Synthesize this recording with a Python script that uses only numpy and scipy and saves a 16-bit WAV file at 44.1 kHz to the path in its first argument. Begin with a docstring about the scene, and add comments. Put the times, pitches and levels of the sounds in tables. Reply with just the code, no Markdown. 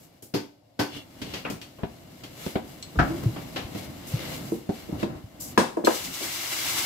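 """Two clacks come first, as things are put down in a small laundry room. Someone steps and shuffles closer,
bumps the washer's sheet-metal side and kneels with rustling clothes. A tool knocks in the cabinet under
the water heater, and a broad hiss sputters and swells at the end. Each knock is a set of fading tones
plus a burst of noise. It is all heard from a phone set low between the washer and a wall."""
import sys
import numpy as np
from scipy import signal
from scipy.fft import rfft, irfft, next_fast_len
from scipy.io import wavfile
from scipy.ndimage import uniform_filter1d

SR = 44100
rng = np.random.default_rng(int(sys.argv[2]) if len(sys.argv) > 2 else 0)


def persist_wave(psi):
    """Save psi, clipped to +-1, as 16-bit WAV."""
    counts = np.round(np.clip(psi, -1, 1) * 32767).astype(np.int16)
    wavfile.write(sys.argv[1], SR, np.atleast_2d(counts).T)


N = 302085
T = np.arange(N) / SR
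RING_T = T[:int(.45 * SR)]  # the seconds that one short sound has to ring out


# each knock of the tool: start_s, thump_db, body_db, clack_db, click_db, tick_db, decay_s
TOOL_HITS = [(4.519,-44,-27.5,-53,-72,-59,0.23), (4.888,-54,-37.5,-65,-67,-72,0.16),
             (5.029,-42,-26.5,-40,-44,-61,0.17), (5.576,-37,-20,-21,-29,-37,0.28),
             (5.769,-57,-27.5,-40,-60,-62,0.26), (5.839,-53.5,-28.5,-47,-68,-72,0.14),
             (5.871,-60,-18.5,-23.5,-39.5,-49,0.12)]
# the tones the cabinet rings with: pitch_hz, level_db, decay_s
CABINET_TONES = [(200, 0, 0.26), (239, -4, 0.41), (305, 1.5, 0.14), (341, 3.5, 0.26), (457.5, 2, 0.15),
                 (668, 4, 0.1), (943, 4.5, 0.4), (1034, 10.5, 0.084), (1120, -10, 0.29), (1247, 6.5, 0.046),
                 (1504, 0.5, 0.077), (1670, 8, 0.05), (2620, -3.5, 0.084)]
# the noise of the tool touching it: pitch_hz, level_db
TOOL_SPECTRUM = [(170, -9), (260, -6), (550, -3.5), (750, -4), (1000, -5.5), (1400, -9), (2000, -16),
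                 (2900, -24), (7500, -16), (9500, -16), (14000, -24)]

def tool_knocks():
    """A tool strikes the cabinet under the heater and sets it ringing."""
    return blows(TOOL_HITS, CABINET_TONES, TOOL_SPECTRUM, noise_db=6.5, hold=0.99, rise_s=0.00023, gain_db=3)


# each clink of the pliers: start_s, level_db
PLIER_HITS = [(2.826, -33), (5.578, -44), (5.848, -24.5)]
# the tones of their jaws: pitch_hz, level_db, decay_s
PLIER_TONES = [(3550, -8, .07), (4180, -2.5, 0.082), (4420, -8, .07), (5450, -10, .06), (6340, -7, .06),
               (7800, -5, .06)]

def plier_clinks(scrape_db=-7, scrape_s=0.096):
    """The steel jaws of the pliers touch, scrape and ring briefly."""
    out = np.zeros((2, N))
    for start_s, db in PLIER_HITS:
        scrape = colour(noise(len(RING_T)), [(3300, -2.0), (8000, -13)]) * fade(scrape_s)
        add(out, start_s, undb(db) * (ring(PLIER_TONES) + undb(scrape_db) * scrape))
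    return out


# how the steady flow builds: time_s, level_db
HISS_FLOW = [(5.85, -35), (6.11, -39), (6.22, -34.5), (6.45, -33), (6.69, -28.5), (6.85, -30.5)]
# the bright hiss and the lower rush under it: pitch_hz, level_db
HISS_SPECTRUM = [(2000, -5.5), (3500, 0.5), (5000, 1), (6300, 1.5), (7000, -0.5), (7900, 0.5), (9200, -5),
                 (11800, -1), (15500, -4)]
RUSH_SPECTRUM = [(100, 3), (250, -6.5), (320, 8), (420, -2.5), (700, 1.5), (1200, 2.5), (1900, 2),
                 (2400, 3), (3500, 0.5), (6000, -5)]

def hiss(start_s=5.842, rise_s=0.017, rush_db=-31.5, flutter_db=1.0, spatter_db=-10.5):
    """A fine, spray-like hiss opens suddenly and spatters; a lower rush grows under it."""
    flow_db = np.interp(T, *np.transpose(HISS_FLOW))
    opened = np.clip((T - start_s) / rise_s, 0, 1)
    spray_level = np.hypot(opened * undb(flow_db), spurts(start_s, rise_s))
    rush_level = opened * undb(rush_db + flow_db - flow_db.max())
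    flutter = undb(flutter_db * wander(35))
    spray = colour(noise(N) * flutter, HISS_SPECTRUM) + undb(spatter_db) * spatter(start_s)
    return spray_level * spray + rush_level * colour(noise(N) * flutter, RUSH_SPECTRUM)


def spurts(start_s, rise_s, every_s=0.0947, fall_s=0.029, first_db=-31.5, sag_db_per_s=-10, count=6):
    """The loudness of the sputter: each spurt opens quickly and dies away, weaker than the last."""
    out = np.zeros(N)
    for delay in every_s * np.arange(count):
        since = T - start_s - delay
        shape = np.clip(since / rise_s, 0, 1) * np.exp(-np.maximum(since - rise_s, 0) / fall_s)
        out += undb(first_db + sag_db_per_s * delay) * shape
    return out


def spatter(start_s, pings_per_s=600, spread_db=4.0, cycles=70):
    """Tiny pings come at chance times and pitches, a few of them standing out."""
    out, t = np.zeros((2, N)), T[:1024]
    span_s = T[-1] - start_s
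    for when, pitch, strength, side in rng.random((int(pings_per_s * span_s), 4)):
        hz = 1900 * 4 ** pitch
        level = undb(-spread_db * np.log(max(strength, .04)))
        ping = level * np.sin(2 * np.pi * hz * t) * np.exp(-np.pi * hz * t / cycles)
        add(out, start_s + when * span_s, np.sqrt([[side], [1 - side]]) * ping)
    return out / rms(out[:, int(start_s * SR):])


# the bump on the washer: start_s, thump_db, body_db, clack_db, click_db, tick_db, decay_s
WASHER_HITS = [(2.987, -21.5, -22.5, -19.5, -34.5, -49, 0.17)]
# the tones of its side: pitch_hz, level_db, decay_s
WASHER_TONES = [(67, -17, .14), (123, -4, .22), (156, -6.5, 0.16), (281.8, -5.5, 0.45), (326, -14, 0.66),
                (696, -1, 0.15), (957, -7, 0.19), (1300, 6, 0.1), (1364, 3, 0.051), (1595, 0, 0.13),
                (1713, 7, 0.088)]
# the noise of the bump: pitch_hz, level_db
BUMP_SPECTRUM = [(45, 3.5), (120, -2.5), (500, -11.5), (750, -3), (1100, -13), (1400, -1), (1800, -7.5),
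                 (2200, -12.5), (5000, -23), (14000, -52)]

def washer_bump():
    """Someone bumps the washer and its sheet-metal side rings."""
    return blows(WASHER_HITS, WASHER_TONES, BUMP_SPECTRUM, noise_db=6.5, hold=5.2, rise_s=0.0058)


# each soft thud of a body: start_s, pitch_hz, level_db, decay_s
BODY_THUDS = [(2.972, 65.5, -16, 0.17), (3.258, 121, -12, 0.08), (3.644, 77.5, -29, 0.046),
              (4.136, 131, -15, 0.067), (5.239, 103, -33, 0.039)]

def thuds(rise_s=0.0037):
    """A soft push makes a large panel swing for a few cycles."""
    out = np.zeros((2, N))
    for start_s, hz, db, decay_s in BODY_THUDS:
        swing = np.sin(2 * np.pi * hz * RING_T) * fade(decay_s) * rise(rise_s) ** 2
        add(out, start_s, undb(db) * swing[None] / np.abs(swing).max())
    return out


# the path of the washer's groan: time_s, pitch_hz, level_db
GROAN_PATH = [(3.03, 277.4, -60), (3.08, 295.8, -27.5), (3.141, 334, -30), (3.19, 353.6, -36),
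              (3.24, 334.6, -53), (3.28, 338, -29), (3.35, 304, -54)]

def washer_groan(wobble=0.039, rough_db=3):
    """The leaned-on panel sticks and slips: an unsteady tone that rises with the pressure."""
    times, hz, db = np.transpose(GROAN_PATH)
    pitch_hz = np.interp(T, times, hz) * (1 + wobble * wander(120))
    phase = 2 * np.pi * np.cumsum(pitch_hz) / SR
    tone = np.sin(phase + np.array([[0], [np.pi / 4]]))
    level = undb(np.interp(T, times, db) + rough_db * wander(70))
    return tone * level * (T > times[0]) * (T < times[-1])


# each thing put down: start_s, thump_db, body_db, clack_db, click_db, tick_db, decay_s
PUT_DOWN_HITS = [(.338,-34.5,-24,-37.5,-34,-42.5,0.22), (.791,-33.5,-24,-30,-31,-39.5,0.22)]
# the tones of the floor, under things and feet alike: pitch_hz, level_db, decay_s
FLOOR_TONES = [(86, -31, 0.11), (137.6, -1, 0.066), (195, 2, 0.068), (288.6, -4, 0.33), (348, -18.5, 0.049),
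               (396, -4, 0.17), (664, -5, 0.095), (897, -12, 0.28), (1513, -15.5, 0.27),
               (4380, -24.5, 0.22)]
# the noise of a thing landing: pitch_hz, level_db
LANDING_SPECTRUM = [(53, -37), (90, 5), (171, -5), (286, -9), (605, -17), (908, -15), (1010, -16.5),
                    (1620, -23), (1920, -24.5), (3500, -31), (4150, -32.5), (4520, -25.5), (9170, -39),
                    (13800, -33), (15000, -42)]

def clacks():
    """Two things are put down, and the floor rings under each."""
    return blows(PUT_DOWN_HITS, FLOOR_TONES, LANDING_SPECTRUM, noise_db=2, hold=6.7, rise_s=0.0038)


# each step: start_s, thump_db, body_db, clack_db, click_db, tick_db, decay_s
STEP_HITS = [(1.833,-32.5,-31,-41.5,-48.5,-82,0.095), (2.463,-37.5,-32.5,-45,-47,-59,0.061),
             (2.555,-34,-25.5,-35.5,-41,-73,0.12), (3.748,-39.5,-35,-48.5,-49.5,-62,0.3),
             (4.691,-34,-25.5,-41.5,-54.5,-61,0.12), (4.922,-34.5,-34.5,-51,-71,-74,0.41),
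             (6.209,-64,-37.5,-53,-48,-47,0.3)]
# the noise of a foot landing: pitch_hz, level_db
STEP_SPECTRUM = [(75, -3), (130, -3), (200, -5.5), (350, -5), (500, -10), (700, 0), (1000, -8.5),
                 (2500, -20), (5000, -24), (14000, -42)]

def footsteps():
    """A foot strikes the floor and stays there, cutting the ring short."""
    return blows(STEP_HITS, FLOOR_TONES, STEP_SPECTRUM, noise_db=1.5, hold=1.2, rise_s=0.00031, gain_db=1)


# small things being handled: start_s, knock_db, scrape_db, scrape_pitch_hz, decay_s
SCUFF_HITS = [(.223, -50, -49, 9900, 0.23), (.964, -42.5, -54, 4460, 0.11), (1.216, -36.5, -41, 3270, .18),
              (1.265, -44.5, -53, 3600, 0.23), (1.337, -39.5, -37.5, 2950, 0.25),
              (1.45, -37, -36.5, 1310, 0.28), (1.499, -33.5, -42.5, 5640, 0.22),
              (1.614, -56.5, -45.5, 3600, 0.21), (1.785, -48.5, -54, 1300, 0.31),
              (2.235, -44, -46, 3400, 0.18), (2.955, -37.5, -49, 800, 0.14), (3.233, -37, -54, 6000, 0.053),
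              (3.361, -39, -43, 1600, 0.23), (3.56, -35.5, -34, 2300, .25)]
# the tones of those tools and parts: pitch_hz, level_db, decay_s
HANDLED_TONES = [(182.4, -6.5, 0.26), (288, -3.5, 0.3), (423, -8, 0.087), (1565, -11, 0.23),
                 (2870, -11, 0.25), (3210, -0.5, 0.14), (4110, -23, 0.25), (4500, -8, 0.23),
                 (5430, -10, 0.13)]
# the noise of their scraping: pitch_hz, level_db
SCRAPE_SPECTRUM = [(110, 5), (300, -2.5), (700, -5.5), (1600, -8), (2200, -5.5), (3000, -5), (3700, -8.5),
                   (4400, -8), (6500, -13), (9500, -20.5), (14000, -20)]

def scuffs():
    """A scuff is a dull knock plus a scrape; the harder the contact, the higher the scrape lies."""
    centres_hz = np.sqrt(np.multiply(BAND_EDGES[1:], BAND_EDGES[:-1]))
    knock_shape_db = np.array([-8.5, -0.5, -15, -34, -48])  # thump to tick
    hits = []
    for start_s, knock_db, scrape_db, hz, decay_s in SCUFF_HITS:
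        knock = undb(knock_db + knock_shape_db)
        octaves_away = np.log2(centres_hz / hz)
        scrape = undb(scrape_db - 4 * octaves_away ** 2)
        bands_db = 20 * np.log10(np.hypot(knock, scrape))
        hits.append((start_s, *bands_db, decay_s))
    return blows(hits, HANDLED_TONES, SCRAPE_SPECTRUM, noise_db=9, hold=7.8, rise_s=0.00093, gain_db=1)


# each slide of metal on metal: middle_s, length_s, level_db
METAL_SLIDES = [(0.959, 0.072, -40.5), (1.3, 0.13, -49)]
# the tones of the sliding part: pitch_hz, level_db, decay_s
PART_TONES = [(2800, -1.5, 0.067), (3060, 2, .06), (3410, -2, .1), (3970, -8, .04), (4400, -3, .06)]

def slides(scrape_db=1):
    """Friction swells and fades; it scrapes and keeps the part ringing."""
    push = sum(undb(db) * swell(middle_s, length_s) for middle_s, length_s, db in METAL_SLIDES)
    ringing = resonate(push * noise(N), ring(PART_TONES))
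    scrape = undb(scrape_db) * push * colour(noise(N), SCRAPE_SPECTRUM)
    return (ringing + scrape) / np.sqrt(2)


def squeak(start_s=1.449, start_hz=2650, fall_hz_per_s=14000, width_hz=260, level_db=-30.5):
    """One slip squeaks: a rough tone that drops in pitch as the slip slows down."""
    out = np.zeros((2, N))
    rough = signal.sosfilt(signal.butter(2, width_hz, fs=SR, output="sos"), noise(len(RING_T)))
    hz = np.maximum(start_hz - fall_hz_per_s * RING_T, start_hz / 2)
    tone = rough / rms(rough) * np.sin(2 * np.pi * np.cumsum(hz) / SR)
    add(out, start_s, undb(level_db) * tone * fade(decay_s=0.14) * rise(rise_s=.002))
    return out


# how briskly the person moves: time_s, level_db
BODY_EFFORT = [(0, -61.5), (.2, -68), (.72, -73), (.9, -62.5), (1.3, -51), (1.7, -59), (2.05, -55.5),
               (2.9, -53), (3.1, -46.5), (3.95, -50.5), (4.45, -46.5), (4.66, -57), (4.95, -51.5),
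               (5.3, -61), (5.5, -50.5), (5.8, -61)]
# shifts of weight on the floor: middle_s, length_s, level_db
WEIGHT_SHIFTS = [(3.7, 0.14, -45), (3.89, 0.14, -43), (4.297, 0.32, -40), (4.964, 0.12, -39.5),
                 (5.117, 0.15, -37.5), (5.43, 0.19, -48), (6.085, 0.098, -40.5), (6.266, 0.075, -45),
                 (6.77, .18, -46)]
# strokes of cloth over cloth: middle_s, length_s, rub_db, swish_db
CLOTH_STROKES = [(0.017, 0.088, -66, -55.5), (1.357, 0.097, -43, -53), (2.455, 0.13, -41, -43),
                 (2.723, 0.093, -54, -53), (3.808, 0.097, -42.5, -46.5), (4.217, 0.21, -39, -47.5),
                 (4.32, 0.11, -43.5, -44.5), (4.495, 0.15, -62, -50), (4.785, 0.11, -47, -51),
                 (5.015, 0.044, -42, -50)]
# quick brushes of a sleeve: start_s, level_db, length_s
SLEEVE_BRUSHES = [(4.064, -41, 0.11), (5.397, -35.5, 0.12)]
# the low rumble, the rub of cloth and its high swish: pitch_hz, level_db
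RUMBLE_SPECTRUM = [(35, -6.5), (70, -0.5), (140, 4), (200, 1), (310, 3), (420, -10), (620, -5.5),
                   (900, -13), (1400, -18)]
RUB_SPECTRUM = [(500, 15), (900, 1.5), (2500, 6.5), (4500, 4), (6500, -4.5), (9000, -51)]
SWISH_SPECTRUM = [(3000, -11.5), (5500, 1.5), (7600, 4.5), (9300, -2), (12000, 5), (15500, -0.5)]

def clothes(shuffle_db=7.5, swish_db=-3, catch_s=0.01, sag_db=-11, release_s=0.024):
    """Weight shifts with a low rumble while fabric catches and slips in fine grains."""
    effort = undb(np.interp(T, *np.transpose(BODY_EFFORT)))
    shuffle_power = (effort * undb(shuffle_db)) ** 2
    rub_power = effort ** 2
    swish_power = (effort * undb(swish_db)) ** 2
    for middle_s, length_s, db in WEIGHT_SHIFTS:
        shuffle_power += (undb(db) * swell(middle_s, length_s)) ** 2
    for middle_s, length_s, stroke_rub_db, stroke_swish_db in CLOTH_STROKES:
        stroke = swell(middle_s, length_s)
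        rub_power += (undb(stroke_rub_db) * stroke) ** 2
        swish_power += (undb(stroke_swish_db) * stroke) ** 2
    for start_s, db, length_s in SLEEVE_BRUSHES:
        brush = np.interp(T - start_s, [0, catch_s, length_s, length_s + release_s], [0, 1, undb(sag_db), 0])
        swish_power += (undb(db) * brush) ** 2
    grain = undb(wander(440) + wander(30))
    shuffle = np.sqrt(shuffle_power) * colour(noise(N) * undb(wander(35)), RUMBLE_SPECTRUM)
    rub = np.sqrt(rub_power) * colour(noise(N) * grain, RUB_SPECTRUM)
    swish = np.sqrt(swish_power) * colour(noise(N) * grain, SWISH_SPECTRUM)
    return shuffle + rub + swish


def washer_rumble(level_db=-25, decay_s=0.92, rise_s=.015):
    """The bumped washer's drum and shell shudder and slowly come to rest."""
    since = np.maximum(T - WASHER_HITS[0][0], 0)
    level = undb(level_db - 60 * since / decay_s) * (1 - np.exp(-since / rise_s))
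    return level * colour(noise(N), RUMBLE_SPECTRUM)


# the quiet of the room: pitch_hz, level_db
AIR_SPECTRUM = [(18, -38), (30, -28), (119, 22), (171, -29), (288, 15), (355, -3), (629, 16), (1440, -17),
                (5170, -7), (15000, -100)]

def still_air(level_db=-62.5):
    """A faint, steady, low noise lies under everything."""
    return undb(level_db) * colour(noise(N), AIR_SPECTRUM)


def room(sound, gap_s=0.0062, decay_s=0.35, tail_db=-9.5):
    """Close hard walls answer with a short, dense tail of echoes."""
    tail = noise(len(RING_T)) * fade(decay_s) * np.clip(RING_T / gap_s - 1, 0, 1)
    echoes = cut_below(resonate(sound, tail), hz=160)  # light walls soak up the bass
    return sound + undb(tail_db) * echoes


def panel_echoes(sound, echo_db=-15, longest_s=.009, count=8):
    """The washer's side and the wall throw back quick echoes that lift some high pitches and dull others."""
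    bright = cut_below(sound, hz=900)
    echoes = np.zeros((2, N))
    for side in range(2):
        for lag in rng.integers(20, int(longest_s * SR), count):
            echoes[side, lag:] += bright[side, :N - lag]
    return (sound + undb(echo_db) * echoes) / np.sqrt(1 + count * undb(echo_db) ** 2)


def blows(hits, tones, spectrum, noise_db, hold, rise_s, gain_db=0):
    """Each blow makes ringing tones and a burst of noise; gain_db raises all the levels in its table."""
    out = np.zeros((2, N))
    for start_s, *bands_db, decay_s in hits:
        ringing = ring(tones) * fade(hold * decay_s)  # a resting foot or hand damps it: low hold, short ring
        contact = undb(noise_db) * colour(noise(len(RING_T)), spectrum) * fade(decay_s)
        hit = (ringing + contact) * rise(rise_s)
        add(out, start_s, undb(gain_db) * balance_bands(hit, bands_db))
    return out


# the borders of a blow's five bands, low to high (thump, body, clack, click, tick): edge_hz
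BAND_EDGES = [50, 180, 700, 2000, 6000, 15500]

def balance_bands(hit, bands_db, attack_s=0.034, size=4096):
    """Weight and hardness set how loud the start of a blow is in each of the five bands."""
    hz, log_edges, count = pitches(size), np.log(BAND_EDGES), int(attack_s * SR)
    log_centres = (log_edges[1:] + log_edges[:-1]) / 2
    bands = [(hz >= low) & (hz < high) for low, high in zip(BAND_EDGES, BAND_EDGES[1:])]
    power = np.mean(np.abs(rfft(hit[:, :count], size)) ** 2, axis=0) * 2 / size / count
    log_gain = np.zeros(len(hz))
    for _ in range(2):
        levels = [np.sqrt((power * np.exp(2 * log_gain))[band].sum()) for band in bands]
        log_gain += np.interp(np.log(hz), log_centres, np.log(undb(bands_db) / levels))
    cepstrum = irfft(log_gain)
    one_sided = np.r_[cepstrum[0], 2 * cepstrum[1:size // 2]]  # nothing sounds before the contact
    response = irfft(np.exp(rfft(one_sided, size)))
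    return signal.fftconvolve(hit, response[None], axes=1)


def ring(tones, spread_hz=600, detune=0.004):
    """A struck thing's fading tones; the higher ones reach the two microphones out of step."""
    out = 0
    for k, (hz, db, decay_s) in enumerate(tones):
        drift, lag = rng.uniform(-1, 1, 2)
        phase = np.array([[1], [-1]]) * min(hz / spread_hz, 1) * (np.pi / 4 * np.sign(lag) + 0.44 * drift)
        tone = np.sin(2 * np.pi * hz * (1 + detune * drift) * RING_T + phase)
        # neighbours start in opposite directions, so the ring builds over a few cycles
        out = out + (-1) ** k * undb(db) * fade(decay_s) * tone
    return out


def noise(count, alike_hz=420):
    """Room noise at two microphones: alike in the bass, unrelated in the treble."""
    size = next_fast_len(count, True)
    mid, side = rfft(rng.standard_normal((2, size)))
    alike = 1 / (1 + (pitches(size) / alike_hz) ** 2)
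    mid, side = mid * np.sqrt((1 + alike) / 2), side * np.sqrt((1 - alike) / 2)
    return irfft(np.array([mid + side, mid - side]), size)[:, :count]


def colour(sound, spectrum):
    """Shape a sound by a spectrum, fading beyond its ends; the result has an average level (rms) of 1."""
    size = next_fast_len(sound.shape[1])
    hz, db = np.transpose(spectrum)
    f = pitches(size)
    gain = undb(np.interp(np.log(f), np.log(hz), db))
    gain *= np.minimum(f / hz[0], 1) ** 2 * np.minimum(hz[-1] / f, 1) ** 2
    shaped = irfft(rfft(sound, size) * gain, size)[:, :sound.shape[1]]
    return shaped / rms(shaped)


def resonate(sound, response):
    """Every instant of the sound sets off its own copy of the response."""
    return signal.fftconvolve(sound, response / np.sqrt(np.sum(response ** 2) / 2), axes=1)[:, :N]


def wander(rate_hz):
    """A smooth random drift with a spread near 1."""
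    step = max(int(SR / rate_hz), 2)
    return 1.153 * uniform_filter1d(np.repeat(rng.standard_normal(N // step + 1), step), step)[:N]


def swell(middle_s, length_s):
    """A movement speeds up and slows down again: a bell shape of height 1."""
    return np.exp(-2 * ((T - middle_s) / max(length_s, .01)) ** 2)


def fade(decay_s):
    """Die away by 60 dB in decay_s."""
    return np.exp(-np.log(1000) * RING_T / max(decay_s, .005))


def rise(rise_s):
    return 1 - np.exp(-RING_T / rise_s)


def cut_below(sound, hz, order=1):
    return signal.sosfilt(signal.butter(order, hz, "high", fs=SR, output="sos"), sound)


def pitches(size):
    return np.maximum(np.arange(size // 2 + 1) * SR / size, 1)


def undb(db):
    return 10 ** (np.asarray(db) / 20)


def rms(sound):
    return np.sqrt(np.mean(sound ** 2)) + 1e-12


def add(out, start_s, sound):
    i = max(int(start_s * SR), 0)
    out[:, i:i + sound.shape[1]] += sound[:, :N - i]


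def scene():
    """Knocks ring in the small room; clothes, slides and hiss bounce off nearby panels, over still air."""
    hits = footsteps() + clacks() + scuffs() + washer_bump() + tool_knocks()
    struck = room(hits + thuds() + plier_clinks() + washer_groan() + squeak())
    return struck + washer_rumble() + panel_echoes(clothes() + slides() + hiss()) + still_air()


# the two microphones sit at different spots in the corner's standing waves: pitch_hz, left_minus_right_db
CORNER_BALANCE = [(70, 0.5), (140, 1.5), (260, -4.5), (480, 6), (900, 3), (2000, 2.5), (4000, 2.5),
                  (8000, 3.5), (14000, 1)]

def record(dry, low_hz=36, top_hz=15600):
    """Each microphone hears the corner a little differently; the phone cuts the deepest bass and the top."""
    size = next_fast_len(N + len(RING_T))
    hz, db = np.transpose(CORNER_BALANCE)
    lean_db = np.interp(np.log(pitches(size)), np.log(hz), db)
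    heard = irfft(rfft(dry, size) * undb(np.array([lean_db, -lean_db]) / 2), size)[:, :N]
    heard = np.tanh(cut_below(heard, low_hz, order=2))  # the loudest peaks are rounded
    return signal.sosfilt(signal.ellip(10, .2, 80, top_hz, fs=SR, output="sos"), heard)


dry = scene()
out = record(dry)
persist_wave(out)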